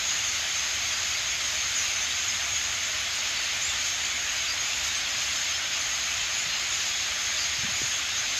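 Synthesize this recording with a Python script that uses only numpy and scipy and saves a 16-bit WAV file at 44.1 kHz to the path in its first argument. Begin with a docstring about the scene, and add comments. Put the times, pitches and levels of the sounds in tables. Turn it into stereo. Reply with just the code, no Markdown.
"""From the start a huge flock of starlings in bare street trees washes over far traffic and a faint hum.
Gliding, buzzing calls by the hundred merge with hiss and echo diffusely; nearer arched whistles stand out.
Rasps of rattling noise join after 1 s; dull thumps, decaying sines, knock near 2.4 s and again at 6.5 s.
Near 7.4 s a run of falling sweeps makes one harsh buzz, and a cluster of thumps follows from 7.6 s.
Throughout, two microphone ports colour left and right with their own resonances."""
import sys
import numpy as np
from scipy import signal
from scipy.fft import rfft, irfft, next_fast_len
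from scipy.io import wavfile
from scipy.ndimage import uniform_filter1d, map_coordinates

SR = 44100
rng = np.random.default_rng(int(sys.argv[2]) if len(sys.argv) > 2 else 0)


def file_out(sig):
    """Save sig as 16-bit WAV at sys.argv[1]."""
    # one column per channel
    cols = np.atleast_2d(sig).T
    # limit, then scale
    lim = np.clip(cols, -1, 1)
    pcm = np.round(lim * 32767).astype(np.int16)
    wavfile.write(sys.argv[1], SR, pcm)


N = 369994

# relative colour of the far traffic: (frequency [Hz], density [dB per Hz])
TRAFFIC_COLOUR = [(24, -32), (33, -13), (52, -5.5), (70, 1), (115, -6.5), (160, -14.5), (260, -11.5),
                  (450, -16.5), (900, -12), (3000, -46)]
# dull thumps: (time [s], level before attack and decay [dB], pitch [Hz], time to fall 60 dB [s])
THUMPS = [(2.354, -36, 218, 0.026), (2.518, -36, 108, .08), (6.457, -40, 155, 0.17),
          (7.585, -30, 128, 0.063), (7.634, -24.5, 142, 0.036), (7.644, -26, 210, 0.053),
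          (7.685, -33, 200, .06), (7.714, -33, 120, 0.085), (7.8168, -18, 335, 0.011),
          (7.832, -26, 116, 0.06)]
# toneless rasps: (time [s], length [s], level [dB])
SCREECHES = [(1.076, .089, -40), (1.51, .048, -38), (1.664, 0.056, -39), (1.75, 0.13, -41),
             (2.153, 0.11, -46), (2.47, 0.11, -43), (2.75, .07, -53), (3.22, 0.12, -40.5),
             (3.796, 0.14, -36), (4.825, 0.08, -34), (5.14, 0.17, -38), (6.8, 0.13, -40),
             (7.172, 0.12, -39), (7.37, 0.09, -37), (7.75, 0.26, -52), (8.358, .06, -33)]
# relative colour of the rasps: (frequency [Hz], density [dB per Hz])
SCREECH_COLOUR = [(2500, -25), (4000, 0), (7200, 2), (8600, -18), (12000, -18), (15000, -42)]
# nearer birds, before arch, rasp and a common trim:
# (time [s], length [s], start [Hz], end [Hz], rasp [0-1], level [dB], left over right [dB])
NEAR_CALLS = [(0.01, 0.16, 6620, 6570, 0.02, -42.5, 4), (.263, 0.039, 6150, 6000, 0.1, -43, -5),
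              (0.366, .04, 4020, 3950, 0, -43, 1), (0.495, 0.14, 6450, 6120, 0.15, -44, 0),
              (0.798, 0.12, 6540, 6430, 0.3, -41.5, -5), (.915, .045, 4780, 4680, .1, -43, -4),
              (1.285, 0.053, 3300, 3360, .1, -43, 0), (1.737, 0.065, 6740, 6780, 0.43, -37, 2),
              (1.79, .085, 6800, 6450, 0.52, -44, 0), (1.75, 0.11, 10000, 10800, .5, -55, -5),
              (1.768, 0.032, 6650, 6160, 0.2, -38, 0), (1.78, .05, 6030, 5830, 0.04, -36, 0),
              (1.823, 0.083, 2500, 2620, 0, -42.5, 8), (1.89, 0.041, 2670, 2700, .1, -39, 0),
              (1.95, 0.043, 6110, 6130, 0, -37.5, 2), (1.96, .035, 6650, 6680, .4, -44, 0),
              (1.975, 0.11, 6170, 6290, 0.04, -41, 4), (1.98, .09, 9330, 9380, 0.1, -57, 0),
              (2.97, .07, 10200, 10450, .2, -57, 0), (3.39, 0.098, 8950, 9050, .03, -56, 0),
              (2.17, .17, 7400, 7100, .15, -44, 0), (2.269, 0.052, 6440, 6600, 0.53, -41, 8),
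              (2.282, .041, 5030, 5200, .5, -40, -3), (2.551, 0.04, 6640, 6860, 0.4, -34.5, -5),
              (2.828, 0.046, 7100, 7450, .1, -42, 0), (3.13, .055, 8300, 8250, .3, -51, 1),
              (3.36, 0.059, 4530, 4380, 0.12, -37.5, 8), (3.61, 0.077, 6870, 7340, 0.3, -35.5, 3),
              (3.662, 0.07, 7500, 7230, .15, -39.5, 1), (4.011, .07, 6800, 7230, 0.66, -42, -3),
              (4.03, .044, 4550, 4470, 0, -39, 0), (4.47, 0.068, 4670, 4760, 0.2, -33, 1),
              (4.568, 0.07, 6450, 6550, 0.2, -41, 3), (4.705, .05, 2680, 2780, .3, -39, -3),
              (4.957, .05, 8400, 8000, .5, -48, -2), (5.358, 0.042, 5160, 5240, 0.05, -36, 4),
              (5.519, 0.0685, 5030, 5460, 0.15, -37, 5), (5.78, .07, 10500, 10200, .1, -57, -10),
              (5.904, 0.074, 6350, 6450, 0.35, -40.5, 0), (6.11, .04, 2680, 2580, .3, -38, -3),
              (6.2, .045, 2650, 2500, 0.7, -35, -1), (6.301, 0.18, 6800, 7100, .55, -39.5, 1),
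              (6.32, .14, 10500, 10600, 0.4, -58, -7), (6.465, .125, 4300, 4000, 0.2, -43, 1),
              (6.516, 0.034, 2760, 2740, 0.2, -35, -4), (6.59, .045, 4800, 4920, .1, -41, 3),
              (6.698, 0.077, 6720, 6800, 0.47, -38, 0), (7.216, 0.11, 6250, 6500, 0.06, -43, -4),
              (7.555, 0.086, 5480, 5250, 0.1, -44, -4), (7.79, .11, 6550, 6650, 0.55, -40.5, -2),
              (8.165, 0.048, 6000, 6260, 0.23, -35.5, -2), (8.29, 0.11, 6430, 6370, 0.25, -47, -2)]
# relative colour of the flock: (frequency [Hz], density [dB per Hz])
FLOCK_COLOUR = [(60, -43), (250, -25), (450, -24.5), (520, -19), (640, -12), (950, -14), (1200, -7),
                (2100, -3), (3200, -0.5), (4400, -5.5), (7200, -9), (8550, -27.5), (10200, -27.5),
                (11700, -27), (15000, -51.5)]
# likeness of left and right in the flock: (frequency [Hz], coherence [-1 to 1])
LIKENESS = [(450, -0.29), (630, 0.54), (1050, -0.15), (1700, -0.12), (2200, 0.52), (2700, 0.028),
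            (3250, -0.29), (4200, 0.1), (5200, -0.0095), (6400, -0.014), (12000, -0.16)]
# swell of the shriller squawks about SHRILL_DB: (time [s], level [dB])
SHRILL_SWELL = [(0.0, 0.5), (0.8, 0.5), (1.04, 0), (1.84, 0.5), (2.56, -2), (3.44, 1), (3.6, -0.5),
                (3.84, 0.5), (4.16, -1.5), (4.88, 0), (6.16, 0), (7.44, 0.5), (7.68, 0), (8.39, 0.5)]
# swell of the squeals about SQUEAL_DB: (time [s], level [dB])
SQUEAL_SWELL = [(0.0, 0.5), (0.56, 0.5), (1.6, -0.0), (1.76, 1.5), (2.08, -0.3), (2.24, 0), (2.64, 0),
                (3.2, -0.5), (3.44, -1.2), (3.68, 0), (4.16, -0.5), (4.96, 0), (5.04, -2.3), (5.36, 1.5),
                (5.6, -2), (5.92, 0.2), (6.16, -0.3), (6.4, -0.8), (6.56, -1.7), (6.72, 0), (7.68, -0.7),
                (7.84, 2.0), (8.08, -1), (8.39, -0.5)]
# resonances and notches of each microphone port: (centre [Hz], width [Hz], gain [dB])
LEFT_PORT = [(5557, 145, -5), (6603, 338, 9.7), (9140, 178, 3.9), (12280, 550, 7.3), (13790, 1060, 8.7)]
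RIGHT_PORT = [(1605, 524, 2.7), (3520, 346, 2.5), (5147, 768, 5.5), (5784, 155, -6.3), (6483, 279, 6.5)]

HUM_HZ = 368  # a faint far machine
STREET_T60_S = .6  # time for the street echo to fall 60 dB
TOP_HZ = 15300  # band limit
CHATTER_DB, SHRILL_DB, SQUEAL_DB = -30, -35.5, -35.5
FLUTTER_DB, FLUTTER_PER_S = 1.8, 160  # unsteady strength within a nearer call
# the buzz: start, length, first and last centre pitch, sweep level before its attack and fade
BUZZ_S, BUZZ_LENGTH_S, BUZZ_HZ, BUZZ_DB = 7.369, .085, (4780, 4600), -36.5


def amp(db):
    """Decibels to gain."""
    return 10 ** (np.asarray(db) / 20)


def unit(x):
    """Scaled to rms 1."""
    return x / np.sqrt(np.mean(x ** 2) + 1e-20)


def along(points, hz):
    """(Hz, value) points read on a log frequency axis."""
    f, v = np.transpose(points)
    return np.interp(np.log(hz + 1), np.log(f + 1), v)


def level_curve(rows):
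    """The gain of a (s, dB) curve at each sample."""
    return amp(np.interp(np.arange(N) / SR, *np.transpose(rows)))


def wobble(rate, size=N):
    """A smooth random curve with rate knots a second."""
    knots = rng.standard_normal(int(size * rate / SR) + 4)
    return map_coordinates(knots, [np.arange(size) * rate / SR])


def filtered(x, response):
    """x shaped by a response that is a function of frequency."""
    m = next_fast_len(N + SR // 2)
    return irfft(rfft(x, m) * response(np.fft.rfftfreq(m, 1 / SR)), m)[..., :N]


def whitened(x, size=801):
    """x with its long-term spectrum flattened inside its band; its movement in time stays."""
    z = rfft(x, next_fast_len(x.shape[1]))
    power = np.abs(uniform_filter1d(np.abs(z) ** 2, size))
    return irfft(z / np.sqrt(power + power.mean() / 10))


def add(track, s, sound):
    """Mix a sound into the track from time s on."""
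    part = track[..., max(round(s * SR), 0):][..., :sound.shape[-1]]
    part += sound[..., :part.shape[-1]]


def street(x):
    """Diffuse echo of houses and trees: the energy in each band lingers and dies away as noise."""
    _, t, z = signal.stft(x, SR, nperseg=512)
    keep = amp(-60 * t[1] / STREET_T60_S) ** 2
    energy = signal.lfilter([1 - keep], [1, -keep], np.abs(z) ** 2)
    noise = signal.stft(rng.standard_normal(x.shape), SR, nperseg=512)[2]
    echo = signal.istft(np.sqrt(energy) * noise, SR, nperseg=512)[1][:, :N]
    return x.std() * unit(echo)


def town(rumble_db=-48.5, side_db=-18, hum_db=-69, drift=0.00583):
    """Far traffic as low noise, nearly alike in both ears, and a faint hum that wavers in pitch."""
    noise = rng.standard_normal((2, N))
    mid, side = unit(filtered(noise, lambda hz: amp(along(TRAFFIC_COLOUR, hz))))
    rumble = mid + amp(side_db) * np.array([side, -side])
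    hum_hz = HUM_HZ * (1 + drift * wobble(3))
    hum = unit(np.sin(2 * np.pi * np.cumsum(hum_hz) / SR))
    return amp(rumble_db) * rumble + amp(hum_db) * hum


def thumps(attack_cycles=0.4):
    """Soft, low, decaying sine knocks; the deeper ones start more gently."""
    track, t = np.zeros(N), np.arange(SR // 4) / SR
    for s, db, hz, t60 in THUMPS:
        attack = 1 - np.exp(-t * hz / attack_cycles)
        add(track, s, amp(db - 60 * t / t60) * np.sin(2 * np.pi * hz * t) * attack)
    return track


def screeches(rattle_hz=110, rattle_db=1.0):
    """Toneless rasps from nearer birds: gated noise whose strength rattles at random."""
    strength = np.zeros(N)
    for s, length, db in SCREECHES:
        add(strength, s, amp(db) * signal.windows.tukey(int(length * SR)))
    hiss = filtered(rng.standard_normal((2, N)), lambda hz: amp(along(SCREECH_COLOUR, hz)))
    return strength * unit(hiss * amp(rattle_db * wobble(rattle_hz)))


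def buzz(sweeps_per_s=170, sweep_s=0.016, fall=0.12, scatter=.025, fade_db=9, attack_s=.005):
    """A near bird's harsh buzz: rough, overlapping downward sweeps that fade into their echo."""
    rasp_depth, rasp_hz, echo_db = .04, 900, -6
    track, u = np.zeros((2, N)), np.linspace(0, 1, int(sweep_s * SR))
    for age in np.arange(0, BUZZ_LENGTH_S, 1 / sweeps_per_s):
        progress = age / BUZZ_LENGTH_S
        shake = scatter * rng.standard_normal() + rasp_depth * wobble(rasp_hz, size=len(u))
        hz = np.interp(progress, [0, 1], BUZZ_HZ) * (1 + shake - fall * (u - .5))
        ear_phase = rng.uniform(-1, 1, (2, 1))
        sweep = np.sin(np.pi * u) * np.sin(2 * np.pi * np.cumsum(hz) / SR + ear_phase)
        attack = np.interp(age, [0, attack_s], [.5, 1])
        add(track, BUZZ_S + age, attack * amp(BUZZ_DB - fade_db * progress) * unit(sweep))
    return track + amp(echo_db) * street(track)


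def stray_chirps(low_hz, high_hz, length, glide, rasp, level_db, count):
    """Middle-distance calls at random moments, levelled by the flock's colour; rows as in NEAR_CALLS."""
    rows = []
    for when, high, long, bend, loud, side in rng.uniform(-1, 1, (count, 6)):
        s = (when + 1) / 2 * N / SR
        hz = low_hz * (high_hz / low_hz) ** ((high + 1) / 2)
        db = level_db + 2 * loud + along(FLOCK_COLOUR, hz)
        rows.append((s, length * np.exp(long / 2), hz, hz * (1 + glide * bend), rasp, db, 6 * side))
    return rows


def near_birds(arch=0.0208, rasp_depth=0.063, rasp_hz=700, level_db=-2, echo_db=-9):
    """Single arched whistles that flutter in strength; a raspy one shakes irregularly in pitch."""
    chirps = stray_chirps(low_hz=2100, high_hz=5000, length=.045, glide=.09,
                          rasp=.2, level_db=-41, count=240)
    whistles = stray_chirps(low_hz=5900, high_hz=7400, length=.06, glide=.035,
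                            rasp=.08, level_db=-37.5, count=110)
    thin_whistles = stray_chirps(low_hz=7600, high_hz=11500, length=.06, glide=.025,
                                 rasp=.1, level_db=-35, count=60)
    track = np.zeros((2, N))
    for s, length, start_hz, end_hz, rasp, db, pan_db in NEAR_CALLS + chirps + whistles + thin_whistles:
        u = np.linspace(0, 1, int(length * SR))
        swell = np.sin(np.pi * u)
        shake = rasp * rasp_depth * wobble(rasp_hz, size=len(u))
        hz = (start_hz + (end_hz - start_hz) * u) * (1 + arch * (swell - .5) + shake)
        flutter = amp(FLUTTER_DB * wobble(FLUTTER_PER_S, size=len(u)))
        # each bird reaches the two ports out of step
        port_phase = np.array([[0], [rng.uniform(-np.pi / 2, np.pi / 2)]])
        call = swell * flutter * np.sin(2 * np.pi * np.cumsum(hz) / SR + port_phase)
        ear_db = level_db + db + np.array([[pan_db], [-pan_db]]) / 2
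        add(track, s, amp(ear_db) * unit(call))
    return track + amp(echo_db) * street(track)


def voices(low_hz, high_hz, length, glide, buzz_hz, buzz_depth, spread_db, calls_per_s, echo_db, count):
    """Birds of varied loudness, each repeating its own short, gliding, buzzing call at loose intervals."""
    track = np.zeros((2, N + SR), dtype=np.float32)
    turns = np.arange(int((N / SR + 1) * calls_per_s))
    for pitch in np.linspace(low_hz, high_hz, count).tolist():
        long, bend, buzz_bend = rng.standard_normal(3).tolist()
        start, bearing, near = rng.random(3)
        t = np.arange(int(SR * length * np.exp(long / 3))) / SR
        u = t / t[-1]
        # the syrinx buzzes in pitch and strength
        flutter = np.sin(2 * np.pi * buzz_hz * np.exp(buzz_bend / 2) * t)
        hz = pitch * (1 + glide * bend * (u - .5) + buzz_depth * flutter)
        phase = 2 * np.pi * np.cumsum(hz) / SR
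        tone = np.sin(phase) + np.sin(2 * phase) / 2
        call = tone * np.sin(np.pi * u) * (1 + flutter / 2)
        # the birds sit all around
        mid_side = np.array([[np.cos(np.pi * bearing)], [np.sin(np.pi * bearing)]])
        placed = np.float32(amp(spread_db * near) * mid_side * call)
        for s in (turns + start + rng.random(len(turns)) / 2) / calls_per_s:
            add(track, s, placed)
    direct = unit(whitened(track)[:, SR // 2:][:, :N])  # the chorus is already under way
    return unit(direct + amp(echo_db) * street(direct))


def chorus(crowd, share, far_db):
    """A crowd (mid, side) in the flock's colour, as left and right; the farthest birds blur into hiss."""
    def mid_side_response(hz):
        turn = np.arccos(np.clip(along(LIKENESS, hz), -1, 1)) / 2
        return amp(along(FLOCK_COLOUR, hz)) * np.sqrt(share(hz)) * [np.cos(turn), np.sin(turn)]

    wash = crowd + amp(far_db) * rng.standard_normal((2, N))
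    mid, side = filtered(wash, mid_side_response)
    return unit(np.array([mid + side, mid - side]))


def flock(shrill_from_hz=3800, squeal_from_hz=5700):
    """Steady squawks fill the middle; the shriller ones and the squeals above them swell and ebb."""
    def above(edge, hz):  # share of power above an edge
        return 1 / (1 + (edge / (hz + 1)) ** 16)

    squawks = voices(low_hz=600, high_hz=4400, length=.035, glide=.11, buzz_hz=150, buzz_depth=.025,
                     spread_db=4, calls_per_s=3.6, echo_db=-7, count=560)
    shrill = voices(low_hz=3200, high_hz=6300, length=.05, glide=.08, buzz_hz=150, buzz_depth=.015,
                    spread_db=10, calls_per_s=1.6, echo_db=-5, count=300)
    squeals = voices(low_hz=5200, high_hz=9000, length=.09, glide=.03, buzz_hz=170, buzz_depth=.004,
                     spread_db=8, calls_per_s=1.9, echo_db=-6, count=450)
    low = chorus(squawks, lambda hz: 1 - above(shrill_from_hz, hz), far_db=3)
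    middle = chorus(shrill, lambda hz: above(shrill_from_hz, hz) * (1 - above(squeal_from_hz, hz)),
                    far_db=4.5)
    high = chorus(squeals, lambda hz: above(squeal_from_hz, hz), far_db=3)
    return (amp(CHATTER_DB) * low
            + amp(SHRILL_DB) * level_curve(SHRILL_SWELL) * middle
            + amp(SQUEAL_DB) * level_curve(SQUEAL_SWELL) * high)


def scene():
    """The flock and its nearer birds over the quiet street."""
    return town() + thumps() + screeches() + buzz() + near_birds() + flock()


def record(dry):
    """Each port adds its own resonances; nothing is kept above the band limit."""
    def colour(port, hz):
        return amp(sum(db * np.exp(-.5 * ((hz - centre) / width) ** 2) for centre, width, db in port))

    heard = filtered(dry, lambda hz: np.array([colour(LEFT_PORT, hz), colour(RIGHT_PORT, hz)]))
    return filtered(heard, lambda hz: hz < TOP_HZ)


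dry = scene()
out = record(dry)
file_out(out)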